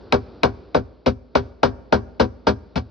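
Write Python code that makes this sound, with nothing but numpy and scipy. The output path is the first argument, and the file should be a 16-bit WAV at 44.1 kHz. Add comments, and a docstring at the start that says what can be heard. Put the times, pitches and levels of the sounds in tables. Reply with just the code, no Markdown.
"""The boom and ring of a blow already struck die away; then a heavy steel hammer strikes a damped
car-body panel about three times a second. Decaying sinusoids make the panel's modes, the steel and
the shell's boom; shaped noise makes the rattle of loose parts, the garage's soft tail and the room air.
Bending waves bring treble first and bass last; two close ports hear them with unlike level and phase."""
import sys
import numpy as np
from scipy import signal
from scipy.fft import rfft, irfft, next_fast_len
from scipy.io import wavfile

SR = 44100
rng = np.random.default_rng(int(sys.argv[2]) if len(sys.argv) > 2 else 0)


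def natural_amplitude(level_db):
    """Convert a level in decibels to a linear amplitude factor, elementwise."""
    exponent = np.asarray(level_db, float) / 20
    return 10 ** exponent


def store_pcm(level_fs):
    """Save levels as 16-bit WAV."""
    pcm = np.round(np.clip(level_fs, -1, 1) * 32767).astype(np.int16)
    wavfile.write(sys.argv[1], SR, np.atleast_2d(pcm).T)


N = 127890

# Hammer blows: first contact t/s, panel ring level/dB, ring above 700 Hz level/dB,
# steel crack level/dB, rattle level/dB, shell boom level/dB
BLOWS = [(-.18, -8, -12.5, -29.5, -12, 4), (0.1227, -11.5, -15, -9, -17, -0.5),
         (0.432, -9.5, -11.5, -9, -15, 0), (0.7444, -19, -17.5, -24, -19, -2),
         (1.06, -14.5, -21.5, -20.5, -17.5, -1), (1.3509, -10.5, -15, -21, -13.5, 0.5),
         (1.630, -7, -9, -17, -10, 1), (1.923, -7.5, -11, -19.5, -12.5, 2),
         (2.196, -10, -16, -23, -13.5, 1.5), (2.467, -10, -15, -28.5, -13, 1),
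         (2.756, -35.5, -27.5, -25, -22, -3)]
TRAVEL_S_AT_1K = 0.00321  # bending-wave delay at 1 kHz; it falls as 1 / sqrt(f)
OFF_AXIS_DB = -8  # part heard unlike at the two ports
CRACK_DELAY_S = 0.001479


def at_hz(points, hz):
    """Linear interpolation of a table on a logarithmic frequency axis."""
    f, v = np.transpose(points)
    return np.interp(np.log(hz + 1), np.log(f + 1), v)


def coloured(x, spectrum):
    """Linear filtering of noise: weights its spectrum by a table in dB, then sets the rms to 1."""
    n = x.shape[-1]
    hz = np.arange(n // 2 + 1) * SR / n
    y = irfft(rfft(x) * natural_amplitude(at_hz(spectrum, hz)), n)
    return y / np.sqrt(np.mean(y ** 2))


def add(out, s, sound):
    """Superposition: adds a sound at scene time s; the buffer starts half a second early."""
    i = int(s * SR) + SR // 2
    out[..., i:i + sound.shape[-1]] += sound


def rings(modes, delay_s, swell_s, choke_db=0):
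    """Damped modal vibration: each row is silent until its wave arrives, swells, then decays.

    choke_db (dB/s^2) makes the decay ever faster."""
    hz, db, t60 = np.transpose(modes)[:, :, None]
    t = np.maximum(np.arange(int(SR * .45)) / SR - delay_s, 0)
    decay = natural_amplitude(db - 60 * t / t60 - choke_db * t * t)
    swell = 1 - np.exp(-t / swell_s)
    return decay * swell * np.sin(2 * np.pi * hz * t)


def panel(out_len):
    """Modal superposition with dispersive arrival: each contact excites all bending modes unequally.

    The two rows are common and off-axis sound."""
    # Panel modes: f/Hz, level/dB, t60/s before the choke
    panel_modes = np.array([(139.8, -12.5, 0.33), (210.6, -7.5, 0.27), (244.2, 3.5, .12),
                            (260.95, -9.5, 0.41), (327.6, -12.5, 0.33), (397.2, -1.5, 0.29), (480, 3, 0.12),
                            (518.9, 4.5, 0.11), (609.1, 0, 0.12), (743.8, -2, 0.21), (920, 3.5, 0.082),
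                            (991.6, -9, 0.21), (1127, -12, 0.23), (1384, -7, 0.069), (1417.6, -9, 0.13),
                            (1651, -12, 0.03), (1571, -12.5, 0.15), (1904, -29.5, 0.3), (2370, -39.5, 0.27),
                            (2306, -16, 0.14)])
    # The head slides and bites again: t/s, thump below 300 Hz level/dB,
    # knock up to 700 Hz level/dB, ring above level/dB
    second_bites = [(0.135, -24.5, -20, -29), (0.444, -36, -60, -24.5), (.751, -11, -14.5, -24.5),
                    (1.068, -16, -29.5, -27.5), (1.358, -18, -14.5, -40), (1.637, -15.5, -42, -26.5),
                    (1.932, -11.5, -26.5, -12.5), (2.205, -15, -10.5, -17.5), (2.477, -11.5, -27, -24.5),
                    (2.763, -21, -28, -28.5)]
    # The dent itself, a short pulse on first contact: f/Hz, level/dB, t60/s
    dent_modes = [(431, -1, 0.0083), (667, 10.5, 0.029), (1090, 0, 0.018)]
    thump_to_hz, mid_from_hz = 300, 700
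    mode_scatter_db = 0.5
    detune_share = 0.0083  # each contact bends the panel slightly off pitch
    choke_db_per_s2 = 2501

    out = np.zeros((2, out_len))
    hz = panel_modes[:, :1]
    zone = (hz[:, 0] > thump_to_hz) * 1 + (hz[:, 0] > mid_from_hz)
    arrival_s = TRAVEL_S_AT_1K * np.sqrt(1000 / hz)
    swell_s = 1 / hz  # one cycle
    contacts = [(s, low, low, mid) for s, low, mid, *_ in BLOWS] + second_bites
    for s, *levels_db in contacts:
        scatter, detune, side = rng.standard_normal((3, len(panel_modes)))
        bent = panel_modes.copy()
        bent[:, 0] *= 1 + detune_share * detune
        bank = rings(bent, arrival_s, swell_s, choke_db_per_s2)
        gain = natural_amplitude(np.array(levels_db)[zone] + mode_scatter_db * scatter)
        off_axis_gain = gain * natural_amplitude(OFF_AXIS_DB) * side
        add(out, s, np.array([gain, off_axis_gain]) @ bank)

    dent = -rings(dent_modes, 0.0033, 0.00037).sum(axis=0)
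    for s, _, ring_db, *_ in BLOWS:
        add(out[0], s, natural_amplitude(ring_db) * dent)
    return out


def steel(out_len):
    """Impact excitation of stiff modes: a bright crack of milliseconds, then a slower-swelling clang."""
    # Steel-on-steel crack: f/Hz, level/dB, t60/s
    crack_modes = [(926, 6.5, 0.009), (2458, 11.5, 0.0054), (2870, -17.5, 0.021), (3896, 3, 0.0093),
                   (4070, -13, 0.042), (5316, -4.5, 0.011), (8500, -36, .01), (12000, -37.5, .01)]
    # Upper clang of the steel: f/Hz, level/dB relative to the blow's rattle level, t60/s
    clang_modes = [(2323, -13, .05), (2908, -6, 0.037), (3325, 0, 0.02), (3732, -12.5, 0.04),
                   (4304, -21.5, 0.092), (4830, -6, 0.041), (4970, -20, 0.022)]
    clang_scatter_db = 1
    out = np.zeros(out_len)
    crack = rings(crack_modes, CRACK_DELAY_S, 0.00049).sum(axis=0)
    clang = rings(clang_modes, CRACK_DELAY_S, 0.006)
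    for s, _, _, crack_db, rattle_db, _ in BLOWS:
        clang_db = rattle_db + clang_scatter_db * rng.standard_normal(len(clang_modes))
        add(out, s, natural_amplitude(crack_db) * crack + natural_amplitude(clang_db) @ clang)
    return out


def knocks(out_len):
    """Local resonance: one note stands out where the head lands."""
    # Hollow on glancing blows, a clank on square ones: t/s, level/dB, f/Hz, t60/s
    knock_notes = [(.1263, -4, 740, .025), (.4355, -4, 780, .025), (.7525, -6, 495, .06),
                   (1.068, -10, 520, .07), (1.356, -16, 920, .06), (1.633, -11, 915, .07),
                   (1.926, -12, 915, .07), (2.199, -13, 915, .07), (2.470, -11, 915, .07),
                   (2.761, -15, 190, .07)]
    out = np.zeros(out_len)
    for s, db, hz, t60 in knock_notes:
        add(out, s, rings([(hz, db, t60)], 0, 0.00082)[0])
    return out


def rattle(out_len):
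    """High modal density: small panel modes and loose parts merge into noise, dispersed by bending waves.

    The two rows are common and off-axis sound."""
    # Rattle colour before the blow's own level: f/Hz, relative spectral level/dB (per Hz)
    rattle_colour = [(150, -2.5), (300, -13.5), (600, 3), (1000, -3.5), (1500, -4.5), (1950, -19),
                     (2300, -16), (3000, -18.5), (4400, -16.5), (5300, -19.5), (6200, -30.5), (7000, -45),
                     (9000, -48.5), (10200, -72), (11500, -57.5), (13500, -52), (15000, -73)]
    hold_s, t60_s, swell_s = 0.02, 0.084, 0.0018
    grains_per_s = 2500
    small_modes_db = -1  # against the ring above 700 Hz

    out, n = np.zeros((2, out_len)), SR // 4
    t, hz = np.arange(n) / SR, np.arange(n // 2 + 1) * SR / n
    shape = (1 - np.exp(-t / swell_s)) * natural_amplitude(-60 * np.maximum(t - hold_s, 0) / t60_s)
    # This phase has a group delay of TRAVEL_S_AT_1K * sqrt(1000 / hz)
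    late_bass = np.exp(-4j * np.pi * TRAVEL_S_AT_1K * np.sqrt(1000 * hz))
    for s, _, ring_db, _, rattle_db, _ in BLOWS:
        grain = rng.random(n) < grains_per_s / SR
        grains = rng.standard_normal((2, n)) * (0.74 + grain * 0.56)
        burst = shape * coloured(grains, rattle_colour)
        # Small modes up to 1300 Hz give way to loose parts above 2300 Hz
        level = natural_amplitude(np.interp(hz, (1300, 2300), [ring_db + small_modes_db, rattle_db]))
        burst = irfft(rfft(burst) * late_bass * level, n)
        add(out, s, burst * [[1], [natural_amplitude(OFF_AXIS_DB)]])
    return out


def shell(out_len):
    """Low-order modal resonance: the whole car body booms late and low."""
    # Shell modes, alike on every blow: f/Hz, level/dB, t60/s
    shell_modes = [(57.5, -37, 1), (71.25, -15, 0.16), (78.43, -23, 0.36), (98.1, -30.5, 0.37),
                   (111.4, -18.5, 0.24)]
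    out = np.zeros(out_len)
    boom = rings(shell_modes, 0.014, 0.005).sum(axis=0)
    for s, *_, boom_db in BLOWS:
        add(out, s, natural_amplitude(boom_db) * boom)
    return out


def two_ports(x):
    """Interchannel difference: each port hears the near sound with its own level and phase."""
    # Phase lead of the left port over the right: f/Hz, phase/rad
    left_leads = [(0, 0), (200, -.2), (430, -.8), (690, -2.0), (950, -.8), (1210, -1.1), (1810, .1),
                  (2070, -1.0), (2500, 1.5), (2930, .5), (3450, .5), (3960, 0), (4480, -.2), (4820, -.8),
                  (5940, -.7), (8000, 1.0), (12000, .8)]
    # Level of the left port over the right: f/Hz, level/dB
    left_louder = [(60, -1), (100, 2.5), (170, 12), (280, 8), (460, 5.5), (760, 0.5), (1260, 2),
                   (2090, 8.5), (3480, -3.5), (5780, 2.5)]
    hz = np.arange(len(x) // 2 + 1) * SR / len(x)
    half = natural_amplitude(at_hz(left_louder, hz) / 2) * np.exp(.5j * at_hz(left_leads, hz))
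    return irfft(rfft(x) * np.array([half, 1 / half]), len(x))


def garage(x):
    """Diffuse reverberation: convolution with noise whose half-octave bands each decay at their own rate."""
    # Tail colour before the overall tail level: f/Hz, relative level/dB
    tail_colour = [(50, -14.5), (120, 0.5), (300, -1.5), (600, -7.5), (1200, -6.5), (2200, -7),
                   (4500, -28.5), (6500, 7), (12000, -13.5)]
    # Reverberation time: f/Hz, t60/s
    tail_t60 = [(60, 0.97), (300, 1), (1000, 0.64), (3000, 1), (6000, .6)]
    tail_db, onset_s = -22, 0.01
    n, t = SR, np.arange(SR) / SR
    bins_hz = np.arange(n // 2 + 1)  # one second of noise: bins 1 Hz apart
    shared, own = rng.standard_normal(n), rng.standard_normal((2, n))
    like = np.where(bins_hz < 110, 1, 0.17)  # long waves reach both ports alike
    white = np.sqrt(like) * rfft(shared) + np.sqrt(1 - like) * rfft(own)
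    octave, tail = np.log2(bins_hz + 1), 0
    for centre in np.arange(5, 14.5, .5):
        centre_hz = 2 ** centre
        band = irfft(white * np.clip(1 - 2 * abs(octave - centre), 0, 1), n)
        band_db = at_hz(tail_colour, centre_hz) - 60 * t / at_hz(tail_t60, centre_hz)
        tail = tail + band * natural_amplitude(band_db)
    tail = tail * (1 - np.exp(-t / onset_s)) / np.sqrt(SR / 20)
    return natural_amplitude(tail_db) * signal.fftconvolve(x[None], tail, axes=1)[:, :len(x)]


def room_air():
    """Stationary noise under a slow envelope: coloured room air, nearly alike at both ports."""
    # Room air colour: f/Hz, relative spectral level/dB (per Hz)
    air_colour = [(15, -44.5), (30, -16), (76, -3.5), (110, -10.5), (162, -13.5), (270, -8), (409, -8),
                  (800, -21.5), (1490, -27), (1900, -37), (3000, -38), (4600, -33), (5700, -47),
                  (6400, -66.5), (7200, -100), (13700, -125)]
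    # The room air swells and sinks: t/s, level/dB
    air_level = [(0.0, -44.5), (0.35, -44.5), (0.65, -47), (1.15, -57.5), (1.3, -56.5), (1.44, -45),
                 (1.55, -54.5), (2.9, -51)]
    air = rng.standard_normal(N) + 0.1 * rng.standard_normal((2, N))
    level_db = np.interp(np.arange(N) / SR, *np.transpose(air_level))
    return natural_amplitude(level_db) * coloured(air, air_colour)


def scene():
    """Linear superposition of the blows, their tail and the room air."""
    n = next_fast_len(N + 2 * SR)
    near, off_axis = panel(n) + rattle(n)
    near = near + steel(n) + knocks(n)
    heard = two_ports(near) + shell(n)
    heard = heard + off_axis * [[1], [-1]]  # opposite sign at the two ports
    heard = heard + garage(near)
    return heard[:, SR // 2:SR // 2 + N] + room_air()


def roll_off(x):
    """The treble ends steeply here."""
    return signal.sosfilt(signal.butter(12, 16500, fs=SR, output="sos"), x)


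def record(dry):
    """Dynamic range compression: low cut, a limiter that ducks on peaks, soft saturation, top cut."""
    limit_db, release_db_per_s, attack_s = -4, 146, 0.003
    ceiling = 1.3  # amplitude the rounded peaks approach
    low_cut = signal.butter(4, 45, "high", fs=SR, output="sos")
    top_cut = signal.butter(2, 11000, fs=SR, output="sos")
    x = signal.sosfilt(low_cut, dry)
    over_db = np.maximum(20 * np.log10(abs(x).max(axis=0) + 1e-9) - limit_db, 0)
    # Peak hold falling at a constant rate in dB, then smoothed
    ramp = release_db_per_s * np.arange(N) / SR
    held_db = np.maximum.accumulate(over_db + ramp) - ramp
    r = np.exp(-1 / (attack_s * SR))
    duck_db = signal.lfilter([1 - r], [1, -r], held_db)
    x = ceiling * np.tanh(x * natural_amplitude(-duck_db) / ceiling)
    x = signal.sosfilt(top_cut, x)
    return roll_off(x)


dry = scene()
out = record(dry)
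store_pcm(out)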